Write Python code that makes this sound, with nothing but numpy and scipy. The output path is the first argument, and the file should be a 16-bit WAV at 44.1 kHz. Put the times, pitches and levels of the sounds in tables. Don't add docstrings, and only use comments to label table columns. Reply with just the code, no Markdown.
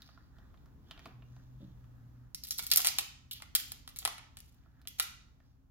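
import sys
import numpy as np
from scipy import signal
from scipy.fft import rfft, irfft, next_fast_len
from scipy.io import wavfile
from scipy.ndimage import uniform_filter1d

SR = 44100
rng = np.random.default_rng(int(sys.argv[2]) if len(sys.argv) > 2 else 0)


def unload_wav(signal):
    wavfile.write(
        sys.argv[1],
        SR,
        np.round(np.clip(np.atleast_2d(signal).T, -1, 1) * 32767).astype(np.int16),
    )


N = 251655
TIME_S = np.arange(N) / SR

# time_s, level_db
RUMBLE = [(0, -61), (1.3, -58), (2.9, -58), (4.4, -62), (5.7, -63.5)]
# freq_hz, gain_db
RUMBLE_COLOUR = [(15, -32), (30, -3), (59, 2), (100, -8), (130, -3), (185, -11.5), (270, -11), (344, -23),
                 (450, -26.5), (1070, -28.5), (2100, -39.5), (4000, -43.5), (8000, -45), (16000, -48.5)]
# centre_hz, level_db
TONES = [(63.5, -71), (82.5, -70), (120, -71), (269, -79.5)]

# start_s, end_s, rub_db, rustle_db, plate_hz
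HANDLING = [(.01, 0.19, -72.5, -73.5, 4740), (0.364, 0.63, -73.5, -86, 3700),
            (0.891, 1.05, -68, -70.5, 3200), (1.326, 1.43, -72, -73.5, 6550),
            (1.615, 1.673, -80, -77.5, 3350), (1.804, 2.3, -80, -97, 4810), (4.56, 4.83, -79.5, -85, 1920),
            (5.445, 5.48, -88.5, -83, 5390)]
# freq_hz, gain_db
RUB_COLOUR = [(200, 2.5), (400, -2.5), (700, -4.5), (1100, 0), (1480, 7), (1850, 2.5), (2120, -16),
              (4000, -25)]
# freq_hz, gain_db
RUSTLE_COLOUR = [(1200, -12.5), (2500, -4), (3600, 1), (5200, -3), (8000, -11.5), (16000, -16)]
RUB_ATTACK_S, RUB_RELEASE_S, RUSTLE_LIFT_DB = 0.03, 0.065, 9

# start_s, end_s, level_db
BENDS = [(2.442, 2.689, -64), (2.6, 2.91, -64), (3.33, 3.37, -67), (3.594, 3.676, -55.5),
         (3.937, 4.051, -67.5), (4.105, 4.198, -75.5), (4.367, 4.565, -82), (4.92, 5.002, -74)]
# freq_hz, gain_db
TEAR_COLOUR = [(1000, -29), (3000, -6.5), (6500, -0.5), (9000, -2), (12000, -2.5), (16000, -7.5)]
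BEND_ATTACK_S, BEND_RELEASE_S = 0.019, 0.023

# start_s, level_db, brightness_db_per_octave, hollow_db, body_hz, body_lift_db
KNOCKS = [(0.02, -57, 8.5, -6, 3800, 16), (0.09, -71.5, -11, -1.5, 1350, 14),
          (0.1754, -65.5, -3.5, 13.5, 1380, 17), (0.385, -69, 2, 23.5, 3540, 11.5),
          (0.542, -71.5, -5.5, 9, 1240, 1), (0.574, -73.5, -4, 5, 3600, 14),
          (0.6589, -70.5, 3.5, 23, 1310, 6), (0.9105, -46, -0.5, 9, 3270, 11),
          (0.9767, -60.5, -7, 0.5, 3450, 4), (0.993, -56, -1, 7, 2650, 4),
          (1.0563, -53.5, 1.5, 15, 2310, 13.5), (1.0583, -55, -1, 18, 1160, 3.5),
          (1.074, -65, 4, 15, 1310, 5), (1.2223, -74, -11, 4.5, 2680, 17), (1.365, -68, -1.5, 13, 880, 11),
          (1.842, -72.5, -1, 10.5, 1240, 9), (4.66, -81, -4, 19.5, 1370, 10.5),
          (4.816, -67.5, 6, -3.5, 3800, 5.5), (4.853, -67.5, -4, 3.5, 1243, 6),
          (5.402, -71.5, -1, 16.5, 1843, 16)]
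# freq_hz, gain_db
KNOCK_COLOUR = [(350, -3), (500, -6.5), (680, 5.5), (900, -2.5), (1200, 5), (1650, -6), (2300, -2.5),
                (3300, -4), (5000, -2.5), (8500, -17), (11500, -4.5), (16000, -10)]
KNOCK_SPLINTER_DB = -5.5
KNOCK_ARCH_DB = 3.5
KNOCK_ROOM_DB, KNOCK_LEAD_S = -1.5, 0.00007

# freq_hz, gain_db
SLEEVE_COLOUR = [(100, -19.5), (230, 3.5), (380, -3.5), (620, -19), (900, -12.5), (3000, -45)]
SLEEVE_START_S, SLEEVE_END_S, SLEEVE_DB = 0.88, 1.1, -66

HUM_HZ, HUM_DB = 123.5, -54.5
HUM_START_S, HUM_END_S, HUM_ATTACK_S, HUM_RELEASE_S = 1.146, 2.23, 0.019, 0.04

# start_s, relative_level_db
BUMP_CONTACTS = [(1.603, -7.5), (1.616, 1)]
# freq_hz, t60_s, level_db
BUMP_MODES = [(205.7, 0.44, -49), (252, 0.18, -49.5), (326.6, 0.37, -57), (434, 0.14, -65),
              (562, 0.21, -60)]
BUMP_SAG_SHARE, BUMP_SAG_S = 0.12, 0.063

# start_s, level_db, brightness_db_per_octave, hollow_db, splinter_re_snap_db, body_hz, body_lift_db
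BREAKS = [(2.3467, -46, 6.5, -10.5, -9, 5600, 9.5), (2.4364, -52, 9, 0, -3.5, 5240, 9.5),
          (2.4489, -56, 7, -3.5, -3.5, 3650, 5.5), (2.4702, -56, 7, -2.5, -2, 2990, 7),
          (2.4801, -59.5, 6, -6, -8, 5000, 2), (2.4862, -61.5, 12, -3, -8, 2990, 3),
          (2.508, -39.5, 7.5, 3, -2.5, 5940, 10), (2.521, -48.5, 8, 1, -4, 3630, 7.5),
          (2.5815, -54, 10.5, 4, -16, 4020, 1.5), (2.5854, -47, 10.5, 2.5, -13, 4000, 6.5),
          (2.592, -38, 2.5, 3, 0.5, 1270, 6.5), (2.6255, -53, 6.5, -0.5, -10, 8550, 6.5),
          (2.6351, -52, 8, 9, 2, 1370, 1.5), (2.6664, -47.5, 9, -3, -6, 3826, 1),
          (2.702, -51, 6, 0.5, -2, 4200, 7), (2.7148, -27, 5, -1.5, 1, 4700, 8),
          (2.7228, -37.5, -0.5, -5, 8, 2540, 10.5), (2.736, -34.5, 8, 5.5, -15, 2990, 5.5),
          (2.7534, -52.5, 3.5, -10.5, -11, 5000, 3.5), (2.7597, -34.5, 10.5, 14, -16, 4450, -2.5),
          (2.7726, -30, 9.5, 10.5, -4, 10800, 0.5), (2.781, -39, 4.5, 7.5, -10, 6000, 0.5),
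          (2.7927, -42, -4, -2, 2, 880, 8), (2.8037, -38.5, 1, -1.5, -12, 8400, 5.5),
          (2.8177, -42, 5, -13.5, -6, 6000, 6), (2.8465, -31.5, 2.5, 2, 1, 890, 8.5),
          (2.8577, -37, 1.5, -1, -7.5, 2680, 1.5), (2.8649, -37, 4.5, -1, -14, 840, 5.5),
          (2.8706, -30, 5, 3, -8, 700, 7.5), (2.878, -36, 2.5, 2, -2, 2400, 4),
          (2.886, -35.5, 4, 3.5, -7, 5200, 12), (2.9856, -30.5, 3.5, 5.5, -4, 2740, 5),
          (2.9945, -45.5, 5, -2, -3, 2200, 6), (3.009, -49, 3.5, 8, -3.5, 1074, 9),
          (3.3112, -49, 7.5, -1, 5.5, 3050, 15.5), (3.3212, -59.5, 9, -6, -8, 3300, 11),
          (3.3295, -58.5, 13.5, -11.5, 4, 3480, 15), (3.402, -65.5, -7, -4.5, -7, 1200, 11),
          (3.4216, -48, -1.5, -0.5, -7.5, 1240, 6), (3.434, -64, -4, -0.5, -8, 1220, 10),
          (3.5513, -31, 7, 7, -7.5, 3240, 5.5), (3.558, -37, 7.5, 1.5, -8.5, 2000, 9),
          (3.5613, -36, 4, -4.5, -5, 2110, 2.5), (3.7193, -46, 5, 9.5, -9.5, 2860, 3.5),
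          (3.8764, -50.5, 1, 3, -9, 1190, 6), (3.89, -58, 4, -4, -1.5, 8000, -4),
          (3.9028, -71, 2, -4, -13.5, 8100, 11), (3.961, -53, 5, 3, -1, 2000, 6.5),
          (3.968, -57, 4, 5.5, -2, 3300, 5.5), (3.988, -49.5, 9.5, -7.5, -13, 7200, 8),
          (3.994, -56.5, 6, -8, 0.5, 4230, 15), (4.0205, -64, -5.5, 1, -3, 3400, 9),
          (4.0267, -56.5, -3.5, -1, -3, 4000, 6.5), (4.0512, -32, 1.5, 9.5, -8, 9700, 8),
          (4.0575, -37.5, -4, -2, -10.5, 1870, 12.5), (4.076, -39.5, 3, 14.5, -14, 1060, 10),
          (4.1815, -53, -2.5, -4, -11.5, 1340, 9), (4.195, -64, -7, 1.5, -10.5, 2100, 15.5),
          (4.2295, -70.5, -7, 0.5, -8.5, 2190, 11.5), (4.37, -52.5, 1.5, 1, -4, 2654, 0),
          (4.388, -63, 5, -5.5, -6.5, 8000, 6), (4.4035, -60.5, 6, -5, -18.5, 4000, -6),
          (4.8732, -46, 4.5, -3.5, -10, 3070, 8.5), (4.8833, -61, 12.5, -3.5, -6.5, 3200, -0.5),
          (4.985, -51, 3, 5, 11.5, 2310, 4.5), (4.9982, -29.5, 2.5, 0, -8, 1310, 7.5),
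          (5.004, -41.5, 2.5, 0, -3, 3640, 9), (5.025, -47.5, 7.5, 5, 4, 6050, 3)]
# low_hz, high_hz
FRACTURE_BANDS = [(450, 1600), (1600, 4000), (4000, 10000), (10000, 16500)]
BAND_FILTERS = [signal.butter(3, edges_hz, "bandpass", fs=SR, output="sos") for edges_hz in FRACTURE_BANDS]
# freq_hz, t60_s, relative_level_db
SHELL_MODES = [(765, 0.014, -8), (893, 0.047, -2.5), (2000, 0.043, 2.5), (3300, 0.03, -0.5)]
# freq_hz, gain_db
BREAK_COLOUR = [(350, -0.5), (500, -10), (750, 0.5), (1100, 0.5), (1350, 3), (1650, -10), (2100, -3),
                (3300, 2), (5000, 1), (6600, -3.5), (8500, 6), (10200, 3), (11800, -2.5), (13300, -0.5),
                (16000, -13)]
PIVOT_HZ = 4000
BREAK_ARCH_DB = 2.27
BODY_Q = 5.6

CHIPS_PER_S, CHIP_SPREAD_DB, CHIP_BRIGHTNESS_DB_PER_OCTAVE = 30, 6.5, 5
CHIP_DB, CHIP_SPLINTER_DB = 0, -0.5
CHIP_BODY_HZ, CHIP_LIFT_DB = 3800, 4

CREAK_START_S, CREAK_END_S, CREAK_DB = 3.313, 3.374, -56.5
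CREAK_SLIPS_PER_S, CREAK_HZ, CREAK_Q = 740, 3550, 1.6

# freq_hz, left_minus_right_db
HAND_BALANCE = [(600, -3), (1400, 1), (2200, 1), (3400, -3.5), (5500, -0.5), (8000, 0)]
# freq_hz, gain_db
ROOM_COLOUR = [(300, -0.5), (800, -4.5), (1400, -4.5), (2300, -3), (4500, -8), (6500, -5.5), (8500, -13.5),
               (12000, -8), (16000, -11.5)]
# freq_hz, t60_s
ROOM_T60 = [(400, 0.2), (1000, 0.62), (2800, 0.5), (6500, 0.51), (9500, 0.3), (14000, 0.28)]
# freq_hz, left_right_correlation
LIKENESS = [(60, 0.57), (200, 0.54), (600, 0.025), (4500, 0.01), (6500, 0.18), (8000, 0.98), (16000, 1)]
SCRAPE_ROOM_DB, BREAK_ROOM_DB = -2, 0

# freq_hz, left_lead_rad
PORT_PHASE = [(30, 0), (1000, -.6), (2000, -1.15), (3000, -1.85), (4000, -2.15), (5200, -3.5), (6500, -4.3),
              (9000, -3.15), (10500, -2.4), (12000, -1.2), (13500, -.05), (16000, .3)]
# freq_hz, left_minus_right_db
PORT_BALANCE = [(300, 0), (700, 0), (1300, -2.6), (2800, -1), (5000, -1), (8000, 0)]
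TOP_HZ = 16300


def undb(db):
    return 10 ** (np.asarray(db) / 20)


def unit(x):
    return x / np.sqrt(np.mean(x ** 2) + 1e-30)


def at(points, hz):
    f, value = np.transpose(points)
    return np.interp(np.log(np.maximum(hz, 1)), np.log(f), value)


def bins_hz(x):
    return np.fft.rfftfreq(x.shape[-1], 1 / SR)


def colour(x, points):
    size = next_fast_len(x.shape[-1], True)
    gain = undb(at(points, np.fft.rfftfreq(size, 1 / SR)))
    return irfft(rfft(x, size) * gain, size)[..., :x.shape[-1]]


def walk(rate_hz):
    k = int(SR / rate_hz)
    steps = np.repeat(rng.standard_normal(N // k + 1), k)
    return unit(uniform_filter1d(uniform_filter1d(steps, k), k)[:N])


def swell(start_s, end_s, attack_s, release_s):
    rise = np.maximum(start_s - TIME_S, 0) / attack_s
    fall = np.maximum(TIME_S - end_s, 0) / release_s
    return np.exp(-rise - fall)


def diffuse(size):
    noise = rng.standard_normal((2, size))
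    mid, side = rfft(noise)
    alike = np.clip(at(LIKENESS, bins_hz(noise)), -1, 1)
    mid = mid * np.sqrt((1 + alike) / 2)
    side = side * np.sqrt((1 - alike) / 2)
    return irfft(np.array([mid + side, mid - side]), size)


def grains(points, spread_db, size=32):
    jumps = np.repeat(np.clip(rng.standard_normal(N // size + 1), -3, 3), size)[:N]
    strength_db = spread_db * jumps + 3.3 * walk(17)
    return unit(colour(rng.standard_normal(N) * undb(strength_db), points))


def ring(modes, t, stretch):
    out = 0
    for (hz, t60_s, db), k in zip(modes, stretch):
        decay = np.exp(-np.log(1000) * t / t60_s)
        out = out + undb(db) * np.sin(2 * np.pi * hz * k * t) * decay
    return out


def resonate(x, hz, q):
    return signal.lfilter(*signal.iirpeak(min(hz, SR / 4), max(q, 1), fs=SR), x)


def body(sound, hz, lift_db):
    rung = sound + (undb(lift_db) - 1) * resonate(sound, hz, BODY_Q)
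    return rung * np.std(sound) / np.std(rung)


def background(flicker_db=1.4):
    tones = 0
    for hz, db in TONES:
        phase = 2 * np.pi * np.cumsum(hz + 2 * walk(6)) / SR
        tones = tones + undb(db) * unit(np.sin(phase))
    rumble_db = np.interp(TIME_S, *np.transpose(RUMBLE)) + flicker_db * walk(3.0)
    return undb(rumble_db) * unit(colour(diffuse(N), RUMBLE_COLOUR)) + tones


def scraping(rub_grain_db=4, rustle_grain_db=6, tear_grain_db=13):
    rub, rustle = grains(RUB_COLOUR, rub_grain_db), grains(RUSTLE_COLOUR, rustle_grain_db)
    effort = sum(undb(db) * swell(start_s, end_s, BEND_ATTACK_S, BEND_RELEASE_S) for start_s, end_s, db in BENDS)
    out = effort * grains(TEAR_COLOUR, tear_grain_db)
    for start_s, end_s, rub_db, rustle_db, plate_hz in HANDLING:
        slide = undb(rub_db) * rub + undb(rustle_db) * body(rustle, plate_hz, RUSTLE_LIFT_DB)
        out = out + swell(start_s, end_s, RUB_ATTACK_S, RUB_RELEASE_S) * slide
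    return out


def band_levels(db, brightness_db, hollow_db, arch_db):
    octaves = np.log2(np.sqrt(np.prod(FRACTURE_BANDS, axis=1)) / PIVOT_HZ)
    return db + brightness_db * octaves - arch_db * octaves ** 2 + hollow_db * (octaves == octaves.min())


def fracture(levels_db, splinter_db, travel_s=0.000499, ragged_db=-9, snap_s=0.0002,
             splinter_s=0.0034, splinter_spread_db=9, detune=0.1):
    t = np.arange(SR // 16) / SR
    noise, splinter_noise, sizes = rng.standard_normal((3, len(t)))
    ragged = unit(noise * t * np.exp(-t / snap_s))
    snap = unit(1. * (t == 0)) + undb(ragged_db) * ragged
    envelope = (1 - np.exp(-t / 0.013)) * np.exp(-t / splinter_s)
    splinters = unit(splinter_noise * undb(splinter_spread_db * sizes) * envelope)
    force = snap + undb(splinter_db) * splinters
    dispersion = np.exp(-2j * np.pi * travel_s * 2 * np.sqrt(4000 * bins_hz(t)))
    force = irfft(rfft(force) * dispersion, len(t))
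    stretch = np.exp(detune * np.clip(rng.standard_normal(len(SHELL_MODES)), -2, 2))
    shell = ring(SHELL_MODES, t, stretch)
    sound = force + undb(-40) * signal.fftconvolve(force, shell)[:len(t)]
    sound = sound * np.minimum(1, 2 - 2 * t / t[-1])
    out = 0
    for sos, db in zip(BAND_FILTERS, levels_db):
        band = signal.sosfilt(sos, sound)
        out = out + undb(db) * band / np.sqrt(np.mean(band[:SR // 100] ** 2))
    return out


def fractures(rows, arch_db):
    out = np.zeros(N + SR)
    for start_s, db, brightness_db, hollow_db, splinter_db, body_hz, lift_db in rows:
        levels_db = band_levels(db, brightness_db, hollow_db, arch_db)
        sound = body(fracture(levels_db, splinter_db), body_hz, lift_db)
        start = int(start_s * SR)
        out[start:start + len(sound)] += sound
    return out[:N]


def knocks():
    rows = [(*row[:4], KNOCK_SPLINTER_DB, *row[4:]) for row in KNOCKS]
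    return colour(fractures(rows, KNOCK_ARCH_DB), KNOCK_COLOUR)


def sleeves(attack_s=0.31, release_s=0.16, grain_db=3):
    envelope = swell(SLEEVE_START_S, SLEEVE_END_S, attack_s, release_s)
    return undb(SLEEVE_DB) * envelope * grains(SLEEVE_COLOUR, grain_db)


def hum(waver_hz=1.8, waver_db=1.0, octave_db=-22):
    phase = 2 * np.pi * np.cumsum(HUM_HZ + waver_hz * walk(4.6)) / SR
    envelope = swell(HUM_START_S, HUM_END_S, HUM_ATTACK_S, HUM_RELEASE_S)
    level = undb(HUM_DB + waver_db * walk(8.53)) * envelope
    return level * unit(np.sin(phase) + undb(octave_db) * np.sin(2 * phase))


def bump(rise_s=0.002, detune=0.031, rough=0.56):
    out = 0
    for start_s, db in BUMP_CONTACTS:
        t = np.maximum(TIME_S - start_s, 0)
        settling = BUMP_SAG_S * (1 - np.exp(-t / BUMP_SAG_S))
        sagging = t * (1 - BUMP_SAG_SHARE) + BUMP_SAG_SHARE * settling
        stretch = np.exp(detune * rng.standard_normal(len(BUMP_MODES)))
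        out = out + undb(db) * ring(BUMP_MODES, sagging, stretch) * (1 - np.exp(-t / rise_s))
    return out * unit(1 + rough * walk(220))


def breaks(rows):
    return colour(fractures(rows, BREAK_ARCH_DB), BREAK_COLOUR)


def chips(count=40):
    rows = []
    for start_s, end_s, db in BENDS:
        places, sizes = rng.random(count), rng.standard_normal(count)
        pieces = rng.uniform(-1, 1, count)
        used = round((end_s - start_s) * CHIPS_PER_S)
        for place, size, piece in zip(places[:used], sizes, pieces):
            chip_s = start_s + place * (end_s - start_s)
            level_db = db + CHIP_DB + CHIP_SPREAD_DB * np.clip(size, -1, 1)
            rows.append((chip_s, level_db, CHIP_BRIGHTNESS_DB_PER_OCTAVE, 0, CHIP_SPLINTER_DB,
                         CHIP_BODY_HZ * 2 ** piece, CHIP_LIFT_DB))
    return rows


def creak(jitter=0.35, spread_db=3, attack_s=0.001, release_s=0.026, count=64):
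    gaps, sizes = rng.standard_normal((count, 2)).T
    times_s = CREAK_START_S + np.cumsum(np.exp(jitter * gaps)) / CREAK_SLIPS_PER_S
    slips = np.bincount((times_s * SR).astype(int), undb(spread_db * sizes), N)[:N]
    plate = resonate(resonate(slips, CREAK_HZ, CREAK_Q), CREAK_HZ, CREAK_Q)
    plate = plate / np.std(plate[(TIME_S > times_s[0]) & (TIME_S < times_s[-1])])
    return undb(CREAK_DB) * plate * swell(CREAK_START_S, CREAK_END_S, attack_s, release_s)


def table(x, scatter_db=-7, first_s=0.00078, fade_s=0.005):
    t = np.arange(SR // 25) / SR
    envelope = unit(np.clip(t / first_s - 1, 0, 1) * np.exp(-t / fade_s))
    response = diffuse(len(t)) * envelope / np.sqrt(len(t))
    return undb(scatter_db) * signal.fftconvolve(x[None], response, axes=1)[:, :N]


def room(x, first_s=0.00059, build_s=0.0088, echo_spread_db=3):
    t = np.arange(SR * 3 // 4) / SR
    echoes = np.repeat(rng.standard_normal(len(t) // 32 + 1), 32)[:len(t)]
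    noise = diffuse(len(t)) * undb(echo_spread_db * echoes * np.exp(-t / 0.039))
    onset = 1 - np.exp(-np.maximum(t - first_s, 0) / build_s)
    spectrum = rfft(noise) * undb(at(ROOM_COLOUR, bins_hz(t)))
    centres_hz, response = np.transpose(ROOM_T60)[0], 0
    for (_, t60_s), share in zip(ROOM_T60, np.eye(len(ROOM_T60))):
        band = irfft(spectrum * at(np.c_[centres_hz, share], bins_hz(t)), len(t))
        decay = unit(onset * np.exp(-np.log(1000) * t / t60_s))
        response = response + band * decay / np.sqrt(len(t))
    return signal.fftconvolve(x[None], response, axes=1)[:, :N]


def heard(x, room_db, lead_s):
    hz, sign = bins_hz(x), np.array([[1], [-1]]) / 2
    balance = undb(sign * at(HAND_BALANCE, hz))
    lead = np.exp(2j * np.pi * hz * sign * lead_s)
    direct = irfft(rfft(x) * balance * lead, N)
    return direct + table(x) + undb(room_db) * room(x)


def scene(places=4):
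    rows = BREAKS + chips()
    shell = sum(heard(breaks(rows[k::places]), BREAK_ROOM_DB, 0) for k in range(places))
    gathering = heard(knocks(), KNOCK_ROOM_DB, KNOCK_LEAD_S)
    friction = heard(scraping() + creak(), SCRAPE_ROOM_DB, 0)
    return shell + gathering + friction + sleeves() + bump() + hum() + background()


def record(dry):
    hz, sign = bins_hz(dry), np.array([[1], [-1]]) / 2
    phase = np.exp(1j * sign * at(PORT_PHASE, hz))
    balance = undb(sign * at(PORT_BALANCE, hz))
    ports = irfft(rfft(dry) * phase * balance, N)
    return signal.sosfilt(signal.ellip(8, .2, 70, TOP_HZ, fs=SR, output="sos"), ports)


dry = scene()
out = record(dry)
unload_wav(out)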